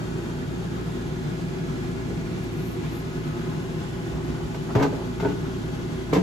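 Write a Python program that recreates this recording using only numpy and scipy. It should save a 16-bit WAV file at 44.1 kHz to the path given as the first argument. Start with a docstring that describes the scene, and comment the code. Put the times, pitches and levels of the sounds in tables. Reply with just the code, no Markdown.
"""A small kitchen: an open refrigerator hums, with steady compressor tones and fan air ringing in the cabinet.
Someone leans in, rustles faintly among the food and shifts their weight (filtered noise, low bumps);
then a plastic drawer rattles, a tub scuffs along a shelf and a container is knocked down on it.
Contacts are sums of decaying modes with dense clatter and a thud; scuffs are trains of tiny slips."""
import sys
import numpy as np
from scipy import signal
from scipy.fft import rfft, irfft
from scipy.io import wavfile
from scipy.ndimage import uniform_filter1d

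SR = 44100
rng = np.random.default_rng(int(sys.argv[2]) if len(sys.argv) > 2 else 0)


def waveform_to_disk(signal):
    """Save audio, clipped to [-1, 1], as 16-bit WAV at the path in sys.argv[1]."""
    frames = np.transpose(np.atleast_2d(signal))
    scaled = np.clip(frames, -1, 1) * 32767
    samples = np.round(scaled).astype(np.int16)
    wavfile.write(sys.argv[1], SR, samples)


N = 274302


def amp(db):
    """Level definition: decibels to amplitude gain."""
    return 10 ** (np.asarray(db) / 20)


def unit(x):
    """Power normalisation: scales to rms 1."""
    return x / np.sqrt(np.mean(abs(x) ** 2) + 1e-20)


def read(points, hz):
    """Interpolates a spectrum linearly over log frequency."""
    f, value = np.transpose(points)
    return np.interp(np.log(hz + 1), np.log(f + 1), value)


def add(mix, s, sound):
    """Superposition: sums a stereo sound into the mix from time s."""
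    part = mix[:, round(s * SR):][:, :sound.shape[1]]
    part += sound[:, :part.shape[1]]


def ears(phase):
    """Interaural phase: half the angle (rad) leads at left, half lags at right."""
    return np.exp(.5j * np.array([[1], [-1]]) * phase)


def random_bins(shape):
    """Gaussian noise spectrum: independent complex bins of mean power 1."""
    return (rng.standard_normal(shape) + 1j * rng.standard_normal(shape)) / np.sqrt(2)


def drift(rate_hz):
    """Low-pass random process: slow fluctuation of rms 1 and zero mean."""
    hz = np.fft.rfftfreq(N, 1 / SR)
    spectrum = random_bins(len(hz)) * np.exp(-(hz / rate_hz) ** 2) * (hz > 0)
    return unit(irfft(spectrum, N))


def dying_noise(ring_time, count):
    """Diffuse decay: dense stereo echoes, each band falling 60 dB in its own t60."""
    hz, t, z = signal.stft(rng.standard_normal((2, count)), SR, nperseg=256)
    decay = np.exp(-np.log(1000) * t / read(ring_time, hz)[:, None])
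    return signal.istft(z * decay, SR, nperseg=256)[1][:, :count]


def knock(body, ring_db, clatter_db, bright, thud_db, thud_hz, rise_s=0.00045, build_s=0.0016,
          wander=0.43, spread=0.61, detune=0.012, swell_cycles=1.0, thud_t60=0.12):
    """Modal excitation: a contact rings the body, clatters round the compartment and thuds into the cabinet."""
    # modes of the things that are knocked: f/Hz, relative level/dB, t60/s
    drawer = [(154, 3.5, 0.068), (271.5, 2.5, 0.16), (416, -1, 0.16), (477, -5.5, 0.13), (531, -5, 0.09),
              (651, -8, 0.12), (740, -11, 0.1), (855, -6.5, 0.14), (920, -5, .1), (995, -9, 0.1),
              (1160, -13.5, 0.17), (1260, -8, .08), (1537, -6.5, 0.07), (1714, -13, 0.07),
              (2196, -17, 0.05)]
    tub = [(149, -9, 0.15), (295, 0, 0.14), (343, -8, 0.093), (408, 4.5, 0.12), (670, -6, 0.12),
           (907, -4, 0.17), (1250, -10, 0.068), (1452, -4.5, 0.096), (1565, -14, 0.076), (2130, -15, 0.07)]
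    # modes of the container on its shelf: f/Hz, relative level/dB, t60/s
    shelf = [(293, 13.5, 0.088), (380, -3, 0.043), (445, 9, 0.1), (532, -0.5, 0.09), (668, -7, 0.17),
             (784, -8.5, 0.14), (904, -6, 0.12), (1033, -5, 0.1), (1180, -8.5, 0.059), (1300, -14.5, 0.09),
             (1620, -17, .08), (1890, -19, 0.056), (2073, -15, 0.064), (2283, -15.5, 0.091)]
    # dense clatter of the plastic walls: f/Hz, relative spectral level/dB
    wall_spectrum = [(60, -27), (130, -18), (290, 4), (450, 2.5), (600, 0), (900, -1.5), (1200, -11),
                     (1700, -10.5), (2500, -14.5), (4500, -25), (7500, -32), (10000, -50), (12000, -33.5),
                     (14000, -49)]
    # ring time of the compartment: f/Hz, t60/s
    ring_time = [(150, 0.041), (500, 0.2), (2000, 0.11), (6000, 0.17), (13000, 0.1)]

    def tilt(f):
        """Contact stiffness: a harder contact tilts the spectrum to the treble by bright dB per octave."""
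        return amp(bright * np.log2(np.clip(f, 200, 6000) / 600))

    count = 16384
    t, hz = np.arange(count) / SR, np.fft.rfftfreq(count, 1 / SR)
    bodies = {"drawer": drawer, "tub": tub, "shelf": shelf}
    mode_hz, mode_db, t60 = np.transpose(bodies[body])[:, :, None]

    # each blow lands a little elsewhere and under another grip: the modes wander in phase and pitch
    spot, left, right, grip = rng.standard_normal((4, len(mode_hz), 1))
    phase = wander * np.sqrt(mode_hz / 400) * (spot + np.array([left, right]))
    sign = (-1) ** np.arange(len(mode_hz))[:, None]
    swing = sign * np.sin(2 * np.pi * mode_hz * (1 + detune * grip) * t + phase)
    # a mode swells over its own cycles, so the bass arrives after the treble
    swell = 1 - np.exp(-t * mode_hz / swell_cycles)
    decay = np.exp(-np.log(1000) * t / t60)
    modes = (amp(mode_db) * tilt(mode_hz) * swell * decay * swing).sum(1)

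    colour = unit(amp(read(wall_spectrum, hz))) * tilt(hz)
    mid, side = irfft(rfft(dying_noise(ring_time, count)) * colour)
    clatter = np.array([mid + spread * side, mid - spread * side])
    # echoes between the walls take a moment to pile up
    clatter = clatter * (1 - t / t[-1]) * (1 - np.exp(-t / build_s))

    thud = np.sin(2 * np.pi * thud_hz * t) * np.exp(-np.log(1000) * t / thud_t60)
    blow = amp(ring_db) * modes + amp(clatter_db) * clatter + amp(thud_db) * thud
    return blow * (1 - np.exp(-t / rise_s))


def scuff(body, length, db, bright, slips_per_s=380, uneven_db=10, clatter_db=-2,
          rise_s=0.0069, release_s=0.027):
    """Sliding friction of plastic on plastic: many tiny uneven slips keep the body's modes ringing."""
    t = np.arange(int(length * SR)) / SR
    chance, size = rng.random((N, 2))[:len(t)].T
    slips = (chance < slips_per_s / SR) * amp(uneven_db * size)
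    slips = unit(slips - slips.mean())
    slips = slips * np.minimum(t / rise_s, 1) * np.minimum((length - t) / release_s, 1)
    response = knock(body, 0, clatter_db, bright, -np.inf, 0)  # no thud
    response = response / np.linalg.norm(response[0])
    return amp(db) * signal.fftconvolve(slips[None], response, axes=1)


def swish(length, db, centre_hz, octaves=0.61):
    """Soft friction: a band of noise, Gaussian over log frequency, swells and fades."""
    count, hz = int(length * SR), np.fft.rfftfreq(SR, 1 / SR)
    band = np.exp(-(np.log2((hz + 1) / centre_hz) / octaves) ** 2 / 2)
    rub = irfft(random_bins((2, len(hz))) * band)[:, :count]
    # adding the mean makes left and right more alike
    return amp(db) * unit(rub + rub.mean(0)) * signal.windows.hann(count)


def step(db, floor_hz=62, decay_s=0.015):
    """Damped low resonance: the floor gives a soft bump."""
    t = np.arange(SR // 3) / SR
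    swell = t / decay_s * np.exp(1 - t / decay_s)
    return amp(db) * swell * np.sin(2 * np.pi * floor_hz * t) * np.ones((2, 1))


def crinkle(length, db, low_hz=10300, high_hz=13700, grain_db=3.2, clump_db=1.0):
    """Impulsive noise: tiny, very high snaps that come in uneven clumps."""
    count = int(length * SR)

    def sizes(size):
        """Exponential statistics: one random size, at most 3, held for each run of samples."""
        return np.repeat(np.minimum(rng.exponential(1, N // size), 3), size)[:count]

    snaps = rng.standard_normal((2, N))[:, :count]
    snaps = snaps * amp(grain_db * sizes(size=32) + clump_db * sizes(size=256))
    band = signal.butter(5, [low_hz, high_hz], "bandpass", fs=SR, output="sos")
    high = signal.sosfilt(band, snaps)
    return amp(db) * unit(high + high.mean(0)) * np.sin(np.linspace(0, np.pi, count))


def compressor(waver=0.11):
    """Periodic forcing: steady motor and mains tones that waver slightly in amplitude."""
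    # compressor and mains tones: f/Hz, rms level/dB, phase between the ears/rad
    tones = [(26.9, -53.5, 0), (57.9, -42.5, 0.46), (114.8, -38.5, 0.36), (121.7, -53, 0.081),
             (143.2, -50.5, 0.54), (157.4, -40.5, 0.24), (171.8, -46, 0.22), (267.2, -52, 0.85),
             (371, -48, 0.36)]
    t = np.arange(N) / SR
    out = np.zeros((2, N))
    for hz, db, phase in tones:
        tone = np.exp(2j * np.pi * (hz * t + rng.random())) * (1 + waver * drift(1.4))
        out += np.sqrt(2) * amp(db) * (tone * ears(phase)).real
    return out


def fan(flutter_db=.5):
    """Turbulence and resonance: a broad rush of air, plus the cabinet modes that it excites."""
    # levels here stand ahead of the ripple of standing_waves()
    # rushing fan air: f/Hz, spectral level/dB per Hz
    air = [(20, -92), (36, -79), (48, -60), (68, -63), (85, -58), (125, -64), (210, -57), (400, -63.5),
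           (550, -70), (900, -72), (2000, -77.3), (2700, -78.5), (3600, -81), (5500, -86), (7800, -87),
           (13000, -99), (14900, -106)]
    # the air's image: f/Hz, left-right likeness (0 to 1)
    air_same = [(40, 0.67), (200, 0.67), (500, 0.034), (1500, 0.11), (3000, 0.33), (5000, 0.049), (8500, 1),
                (12000, 1)]
    # the air's image: f/Hz, phase by which the left ear leads/rad
    air_phase = [(40, 0), (200, .25), (600, 1.3), (1200, 1.5), (2200, 3.1), (4000, 6.2), (6200, 6.5),
                 (8700, 9.3), (9900, 9.6), (11200, 12.5), (12900, 12.6), (13800, 15.6)]
    # resonances that the fan keeps ringing: f/Hz, width/Hz, rms level/dB, phase between the ears/rad
    cabinet = [(145.8, 9.8, -39.5, 0.8), (156.5, 18.3, -38.5, 0), (176.3, 17, -39.5, 0.27),
               (247.4, 20, -40.5, .5), (279, 29, -43.5, 2), (326, 31, -45.5, 1.5), (343.9, 21, -39.5, 0),
               (378.6, 25, -38.5, 0.78), (419, 25, -50, 2.5), (479, 23, -51.5, 1.5),
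               (674.5, 41, -53.5, 0.5), (837, 40, -51, 1.5), (1039, 31, -56.5, 1.5), (1080, 44, -57, 3),
               (1279, 8.8, -54, 4), (1460, 70, -54, 1), (1690, 90, -56.5, 4.5), (2050, 120, -60, 4),
               (3336, 26, -62, 2)]

    hz = np.fft.rfftfreq(N, 1 / SR)
    common, other = random_bins((2, len(hz)))
    same = np.clip(read(air_same, hz), 0, .99)
    z = np.array([common, same * common + np.sqrt(1 - same ** 2) * other])
    z *= ears(read(air_phase, hz)) * amp(read(air, hz)) * np.sqrt(N * SR / 2)
    for centre, width, db, phase in cabinet:
        ringing = random_bins(len(hz)) / (1 + ((hz - centre) / width * 2) ** 4) ** .5
        z += amp(db) * np.sqrt(N) * unit(ringing) * ears(phase)
    return irfft(z, N) * amp(flutter_db * drift(17))


def standing_waves(x, ripple_db=2.5, smooth_bins=7, smooth_frames=24):
    """Interference: peaks and dips of the room's response drift as someone moves before the open door."""
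    hz, t, z = signal.stft(x, SR, nperseg=4096)
    ripple = uniform_filter1d(rng.standard_normal(z.shape), smooth_bins, 1)
    ripple = uniform_filter1d(ripple, smooth_frames, 2)
    depth = ripple_db * hz / (hz + 400)  # long waves bend round the body
    gain = amp(depth[:, None] * (unit(ripple) - 1.41))  # the offset also lowers the mean level
    return signal.istft(z * gain, SR, nperseg=4096)[1][:, :N]


def kitchen(x, t60=0.37):
    """Reverberation: convolution with the short diffuse tail of a small hard room."""
    count = SR // 2
    build = 1 - np.exp(-np.arange(count) / SR / 0.0026)
    tail = dying_noise([(200, t60), (9000, 0.24)], count) * build
    return signal.fftconvolve(x, tail / np.linalg.norm(tail[0]), axes=1)[:, :N]


def scene():
    """Superposition: handling sounds and their reverberation over the running refrigerator."""
    # single contacts: t/s, what is struck, body ring/dB, wall clatter/dB, brightness/dB per octave,
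    # low thud/dB, thud f/Hz
    knocks = [(4.544, "drawer", -38, -37, 3, -60, 130), (4.750, "drawer", -26, -23.5, 1, -34, 130),
              (4.756, "drawer", -20, -29, -3, -17, 111), (4.764, "drawer", -28, -25, -2.5, -12, 123.6),
              (4.796, "drawer", -28, -26.5, -0.5, -39, 141), (4.810, "drawer", -22, -28, -3, -37, 148),
              (4.824, "drawer", -26, -27.5, 4, -50, 145), (4.831, "drawer", -26, -25.5, -2, -25, 144),
              (4.845, "drawer", -23.5, -31, -1.5, -45, 150), (4.923, "drawer", -32, -30.5, -4.5, -50, 145),
              (5.199, "tub", -32, -33.5, 2.5, -48, 135), (5.226, "tub", -29, -32, -2, -36, 135),
              (5.247, "tub", -26, -29, -0.5, -38, 135), (5.2545, "tub", -26, -31, -5, -23, 136),
              (5.288, "tub", -37, -35, -9, -37, 160), (5.305, "tub", -40, -38, -10, -35, 160),
              (6.127, "shelf", -22, -27, 0.5, -40, 136), (6.132, "shelf", -32, -27.5, 4, -38, 135),
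              (6.148, "shelf", -31, -30.5, 3, -42, 135), (6.156, "shelf", -28, -33, 3.5, -42, 135),
              (6.163, "shelf", -22.5, -32, 1, -16, 179), (6.180, "shelf", -38, -40, 4, -16, 185)]
    # containers dragging: t/s, what slides, length/s, level/dB before the fades, brightness/dB per octave
    scuffs = [(4.765, "drawer", .08, -31, 1.5), (5.199, "tub", 0.05, -31, 1),
              (5.25, "tub", 0.078, -35, 1.5)]
    # soft footfalls on the floor: t/s, peak level/dB
    steps = [(4.125, -30), (4.28, -30), (4.43, -27)]
    # faint crinkles among the food: t/s, length/s, rms level/dB before the fades
    crinkles = [(2.385, .012, -59), (2.43, .018, -55), (2.49, 0.26, -61), (2.6, 0.18, -56.5),
                (2.895, 0.13, -55.5)]
    # sleeves and packets brushing past: t/s, length/s, rms level/dB before the fades, centre f/Hz
    swishes = [(.66, 0.26, -53, 1500), (2.02, 0.16, -34.5, 257), (2.72, 0.35, -52, 2480),
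               (3.2, 0.43, -53, 1190), (4.08, 0.17, -44, 670), (4.32, .18, -47, 900),
               (4.66, 0.082, -37, 830), (4.9, .2, -40.5, 604), (5.38, 0.17, -45, 990),
               (5.3, 0.37, -58, 3000)]

    hum = compressor() + standing_waves(fan())
    handling = np.zeros((2, N))
    sources = (knocks, knock), (scuffs, scuff), (steps, step), (crinkles, crinkle), (swishes, swish)
    for table, source in sources:
        for s, *row in table:
            add(handling, s, source(*row))
    balance = amp([[.15], [-.15]])  # left slightly louder than right
    return (hum + handling + amp(-8.5) * kitchen(handling)) * balance


def record(dry):
    """Linear filtering: a bass cut and an upper band limit."""
    bass_cut_hz, band_edge_hz = 22, 14900
    dry = signal.sosfilt(signal.butter(2, bass_cut_hz, "highpass", fs=SR, output="sos"), dry)
    band_limit = signal.firwin(511, band_edge_hz, window=("kaiser", 9), fs=SR)
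    return signal.oaconvolve(dry, band_limit[None], "same")


dry = scene()
out = record(dry)
waveform_to_disk(out)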